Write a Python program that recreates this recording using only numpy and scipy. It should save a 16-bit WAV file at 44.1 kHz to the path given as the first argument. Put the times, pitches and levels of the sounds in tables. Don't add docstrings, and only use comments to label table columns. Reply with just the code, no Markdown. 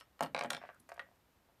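import sys
import numpy as np
from scipy import signal
from scipy.fft import rfft, irfft, next_fast_len
from scipy.io import wavfile
from scipy.ndimage import uniform_filter1d

SR = 44100
rng = np.random.default_rng(int(sys.argv[2]) if len(sys.argv) > 2 else 0)


def invert_db(level):
    return 10 ** (np.asarray(level, dtype=float) / 20)


def to_wav(s):
    ch = np.atleast_2d(s).T
    pcm = np.round(np.clip(ch, -1, 1) * 32767)
    wavfile.write(sys.argv[1], SR, pcm.astype(np.int16))


N = 70560


def unit(x):
    return x / np.sqrt(np.mean(x ** 2) + 1e-20)


def along(points, hz):
    point_hz, value = np.transpose(points)
    return np.interp(np.log(hz + 1), np.log(point_hz + 1), value)


def filtered(x, response):
    m = next_fast_len(len(x) + 8192)
    return irfft(rfft(x, m) * response(np.fft.rfftfreq(m, 1 / SR)), m)[:len(x)]


def low_cut(x, hz):
    return signal.sosfilt(signal.butter(4, hz, "high", fs=SR, output="sos"), x)


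def add(track, start_s, sound):
    part = track[max(round(start_s * SR), 0):][:len(sound)]
    part += sound[:len(part)]


def ring(modes, spread_db, attack_s, snap):
    contact_s, damping_cycles = 0.00068, 36
    t = np.arange(SR // 4) / SR
    hz, db, t60_s = np.transpose(modes)[:, :, None]
    level_luck, pitch_luck = rng.standard_normal((2, len(modes), 1))
    decay_s = np.minimum(t60_s, damping_cycles / hz + .008)
    envelope = invert_db(db + spread_db * level_luck - 60 * t / decay_s)
    waves = envelope * np.sin(2 * np.pi * hz * (1 + .008 * pitch_luck) * t)
    return -waves.sum(0) * (1 - np.exp(-t / attack_s)) * (1 + snap * np.exp(-t / contact_s))


def floor():
    # (frequency [Hz], density [dB per Hz])
    hiss_spectrum = [(20, -15), (70, -2.5), (130, -10), (300, -13.5), (1000, -16.5), (6000, -31),
                     (10000, -33.5), (13000, -30)]
    hum_hz, whine_hz, whine_ends_s = 97.3, 14150, 1.4
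    t = np.arange(N) / SR
    hiss = unit(filtered(rng.standard_normal(N), lambda hz: invert_db(along(hiss_spectrum, hz))))
    hum = unit(filtered(rng.standard_normal(N), lambda hz: 1 / (1 + ((hz - hum_hz) / 6) ** 2)))
    whine = np.sin(2 * np.pi * whine_hz * t) * np.clip((whine_ends_s - t) / .03, 0, 1)
    return invert_db(-71.5) * hiss + invert_db(-83) * hum + invert_db(-90) * whine


def room(x):
    # (frequency [Hz], t60 [s])
    room_decay = [(200, 0.53), (700, 0.1), (2000, 0.19), (5000, 0.099), (12000, 0.13)]
    tail_db, wall_db = -11, -24
    out, block = np.zeros(N), SR // 20
    for k in range(0, N, block):
        hz, t, bins = signal.stft(rng.standard_normal(SR // 2), SR, nperseg=256)
        bins = bins * invert_db(-60 * t / along(room_decay, hz)[:, None])
        tail = signal.istft(bins, SR, nperseg=256)[1]
        tail *= np.clip(np.arange(len(tail)) / (0.013 * SR), 0, 1)
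        tail *= invert_db(tail_db) / np.linalg.norm(tail)
        tail[rng.integers(SR // 400, SR // 50, size=6)] += invert_db(wall_db) * rng.uniform(-0.43, 1, size=6)
        add(out, k / SR, signal.fftconvolve(x[k:k + block], tail))
    return out


def table_thuds():
    # (frequency [Hz], level [dB], t60 [s])
    table_modes = [(125, 4, 0.02), (156.3, -1, 0.099), (166, -6.5, 0.13), (237.4, 3.5, 0.097),
                   (243.8, -10, 0.29), (259.8, 2, 0.13), (305.4, 0.5, 0.21), (363, -15, 0.039)]
    # (time [s], level [dB])
    thuds = [
        (.208, -45.5),
        (0.227, -44),
        (0.247, -71),
        (0.347, -50.5),
        (.41, -51.5),
        (.446, -46),
        (0.467, -53.5),
        (0.533, -53.5),
        (0.8, -66),
        (0.995, -67.5),
    ]
    out = np.zeros(N)
    for s, db in thuds:
        add(out, s, invert_db(db) * ring(table_modes, spread_db=2, attack_s=.005, snap=0))
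    return low_cut(out, 104)


def hinge():
    pin_hz = [5250, 5420]
    # (time [s], level [dB])
    pin_hits = [
        (.0096, -62.5),
        (.2075, -70),
        (0.504, -65),
        (0.5314, -50),
        (0.5457, -64),
        (.5670, -65),
        (.586, -67),
        (.616, -69),
    ]
    t60_s = .11
    out, t = np.zeros(N), np.arange(SR // 4) / SR
    pair = sum(np.sin(2 * np.pi * hz * t) for hz in pin_hz)
    for s, db in pin_hits:
        add(out, s, invert_db(db - 6 - 60 * t / t60_s) * pair)
    return out


def scrapes():
    # (time [s], length [s], level [dB], centre [Hz], width over centre [-])
    slides = [(0, 0.006, -62, 3000, 2.8), (.012, 0.0218, -72, 1100, 0.36), (0.226, 0.011, -49.5, 6944, 5.7),
              (0.257, 0.0055, -83, 5920, 4), (0.389, 0.0067, -55, 5556, 0.52), (0.41, 0.016, -75, 11200, 1),
              (0.525, 0.0051, -59, 9000, 2.4), (0.745, 0.002, -70, 8800, 1.9),
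              (.799, 0.0032, -65, 8333, 1.8), (0.797, 0.0094, -66, 10470, 0.19),
              (0.889, 0.0073, -60, 5800, 1.14), (0.916, 0.0075, -64, 4074, 1),
              (0.94, 0.0066, -68.5, 7315, 2.6), (0.965, 0.0041, -68.5, 3000, 1.4),
              (0.981, 0.0052, -75, 4300, 0.82), (1.15, .001, -76.5, 9000, 1.8),
              (1.157, 0.0013, -74, 8000, 2.6), (.501, 0.0051, -50, 5200, 1.8),
              (0.701, 0.066, -69, 1400, 0.32), (0.603, 0.16, -66, 1852, 0.84),
              (.2325, .004, -55, 4700, .3),
        (.891, .005, -66, 4500, .12),
        (.347, .002, -47, 3950, .14),
        (.392, .003, -53, 4000, .15),
        (.506, .075, -66, 2500, 1.5),
    ]
    out, t = np.zeros(N), np.arange(SR // 10) / SR
    for s, length_s, db, hz, share in slides:
        grain_db = 2 * unit(uniform_filter1d(rng.standard_normal(len(t)), size=40))
        grain = rng.standard_normal(len(t)) * invert_db(grain_db)
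        width_hz = share * hz
        band = unit(filtered(grain, lambda f: (1j * f * width_hz / (hz * hz - f * f + 1j * f * width_hz)) ** 2))
        fade = invert_db(-60 * np.clip(t - length_s, 0, 1) / .012)
        add(out, s, invert_db(db) * band * np.clip(t / .001, 0, 1) * fade)
    return out


def crowded(modes):
    hz, db, t60_s = np.transpose(modes)
    more_hz = hz[0] * (hz[-1] / hz[0]) ** rng.uniform(-0.096, 1.15, size=14)
    more_db = np.interp(more_hz, hz, db) - 13
    more_t60_s = np.interp(more_hz, hz, t60_s) * .9
    return np.vstack([modes, np.transpose([more_hz, more_db, more_t60_s])])


def tick(db):
    # (frequency [Hz], level [dB])
    tick_spectrum = [(2500, 4), (4500, -1), (6500, -1.5), (8000, -1.5), (8900, 5.5), (10000, -8),
                     (12000, -8), (14200, -15)]
    t60_s, attack_s = 0.0099, 0.00015
    t = np.arange(SR // 20) / SR
    noise = unit(filtered(rng.standard_normal(len(t)), lambda hz: invert_db(along(tick_spectrum, hz))))
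    return invert_db(db - 60 * t / t60_s) * noise * (1 - np.exp(-t / attack_s))


def contacts():
    # (time [s], object level [dB], tray level [dB], tick level [dB])
    case_hits = [(.0096, -37.5, -56.5, -52), (.0188, -47.5, -62, -67), (.1925, -39.5, -57, -54.5),
                 (.2075, -26, -23.5, -33.5), (.2119, -35.5, -36, -73), (.2148, -58, -31.5, -76),
                 (.2205, -40, -37.5, -75), (.2253, -26, -25, -37), (.2298, -48, -39.5, -50),
                 (.2335, -33.5, -51, -37), (.2385, -27.5, -36, -63), (.2465, -36, -30.5, -65),
                 (.2520, -46, -47, -73), (.2608, -33, -36, -55), (.2685, -43.5, -61, -79)]
    brush_hits = [
        (.3470, -18.5, -25.5, -42.5),
        (.3510, -55, -34.5, -49),
        (.3646, -23.5, -34.5, -64),
        (.3776, -26.5, -31.5, -70),
        (.3868, -28, -33, -72),
        (.3916, -23.5, -33.5, -40),
        (.4102, -20, -30, -49),
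        (.4240, -28, -36, -71),
        (.4170, -43, -41, -73),
    ]
    rattle_hits = [
        (.4340, -33, -32, -64),
        (.4372, -47, -40, -38.5),
        (.4462, -29.5, -30.5, -50),
        (.4517, -35.5, -40.5, -79),
        (.4545, -44, -37, -78),
        (.4590, -38.5, -41, -50),
        (.4700, -53, -52, -72),
    ]
    lid_hits = [
        (.5043, -20, -36, -26.5),
        (.5058, -33.5, -57, -30.5),
        (.5158, -44, -38, -66),
        (.5210, -48, -38, -71),
        (.5095, -43, -63, -69),
        (.5322, -24.5, -38, -37),
        (.5365, -50, -42, -64),
        (.5477, -27.5, -39, -42),
        (.5670, -31, -44, -67),
        (.5775, -47, -42, -56),
    ]
    cap_hits = [
        (.9944, -22.5, -46.5, -57.5),
        (.9998, -30.5, -46, -55),
        (1.0040, -43, -60, -77),
        (1.0180, -44, -52, -78),
    ]
    # (time [s], object level [dB], tray level [dB])
    handle_hits = [(.6160, -43, -42.5), (.6280, -40, -60), (.6378, -46, -38.5), (.6445, -48, -46.5),
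                   (.6515, -45, -42), (.6905, -39.5, -41.5), (.7000, -42.5, -47), (.7060, -44, -49),
                   (.6700, -49, -62), (.8912, -42.5, -45.5), (.9183, -35, -37), (.9300, -51, -94),
                   (.9612, -48.5, -55), (.9783, -44, -42), (.8960, -44, -60), (.9020, -42, -47.5),
                   (1.065, -60, -61.5), (1.088, -63, -59.5), (1.1140, -80, -61), (1.4880, -80, -65.5),
                   (1.497, -72, -64.5)]
    # (frequency [Hz], level [dB], t60 [s])
    case_modes = [(1100, -4.5, 0.06), (1293, -0.5, 0.038), (1498, -6, 0.08), (1878, -4, 0.045),
                  (2272, -7, .025), (2866, -0.5, 0.012), (3630, -11.5, 0.025), (4300, -7.5, .015),
                  (5080, -10, 0.012)]
    brush_modes = [(1110, -1.5, 0.028), (1420, -1.5, 0.018), (1613, -6, 0.031), (1814, -8, 0.12),
                   (2270, 4.5, 0.0099), (2496, -15, 0.039), (2800, -18, 0.031), (3220, -12.5, 0.019),
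                   (3640, -5, 0.0057), (3870, -3, 0.0092), (4600, -9.5, 0.013), (5120, -19, 0.022),
                   (5610, -17.5, .02), (8930, -23, 0.0103)]
    rattle_modes = [(990, -20, .03), (1190, 2, 0.02), (1625, 2, .04), (1840, -0.5, 0.034),
                    (2330, 3.5, 0.015), (3000, 1, 0.011), (3710, -7, 0.011), (4800, -10, 0.0093)]
    lid_modes = [(1125.6, -6, 0.031), (1434, -4, 0.036), (1603, -4.5, 0.05), (1818, -5, 0.035),
                 (2326, -3, 0.034), (2820, -13, 0.028), (3285, 0, 0.027), (3560, 0, 0.025),
                 (3933, 0, 0.012), (5355, -10, 0.028), (5580, -10, 0.014), (7070, -11.5, .018),
                 (8630, -20, 0.0097), (9400, -9.5, 0.0044)]
    cap_modes = [(975, -13, .03), (1220, -7, .03), (1440, -4, .033), (1852, 0, .027), (2379, -13, .025),
                 (2615, -10, .025), (3250, -11, .018), (3650, -13, .012), (4510, -18, .015)]
    handle_modes = [(1140, 4, 0.016), (1564, 3.5, 0.017), (1885, -3, 0.081), (2300, -2, 0.012),
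                    (2720, -22, 0.011)]
    # (frequency [Hz], level [dB], t60 [s])
    tray_modes = [(549, -7, 0.09), (587, -1, 0.052), (693, -5.5, 0.075), (710, -10.5, 0.042),
                  (819, -0.5, 0.055), (846, -7, 0.014), (911, -12, 0.049), (996, -8.5, 0.045)]
    corner_modes = [(401, -2.5, 0.042), (540, -14.5, 0.05), (605, -5, 0.074), (685, 1.5, .07),
                    (722, -9.5, 0.036), (800, -10, 0.021), (914, -4.5, 0.044)]
    object_gain_db, tray_gain_db, snap, soft_hz = -11.5, -7, 1.094, 2750
    hard, soft = np.zeros(N), np.zeros(N)
    for hits, modes in [(case_hits, case_modes), (brush_hits, brush_modes), (lid_hits, lid_modes),
                        (handle_hits, handle_modes), (cap_hits, cap_modes), (rattle_hits, rattle_modes)]:
        for s, object_db, tray_db, *tick_db in hits:
            body = ring(crowded(modes), spread_db=1.5, attack_s=0.00046, snap=snap)
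            add(hard if tick_db else soft, s, invert_db(object_db + object_gain_db) * body)
            tray = ring(tray_modes if tick_db else corner_modes, spread_db=2, attack_s=0.00022, snap=snap)
            add(soft, s, invert_db(tray_db + tray_gain_db) * tray)
            for db in tick_db:
                add(hard, s, tick(db))
    softened = filtered(soft, lambda hz: 1 / (1 + 1.4j * hz / soft_hz - (hz / soft_hz) ** 2))
    return low_cut(hard + softened, 572)


def scene():
    handling = contacts() + table_thuds() + scrapes() + hinge()
    near = filtered(handling, lambda hz: hz < 14250)
    return (near + room(near) + floor())[None]


def top_cut(x):
    return signal.sosfilt(signal.butter(12, 15610, fs=SR, output="sos"), x)


def record(dry):
    mic_cut_hz, top_hz, shelf_db = 45, 14350, -17
    mix = filtered(dry[0], lambda hz: np.where(hz < top_hz, hz / np.hypot(hz, mic_cut_hz), invert_db(shelf_db)))
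    return top_cut(mix[None])


dry = scene()
out = record(dry)
to_wav(out)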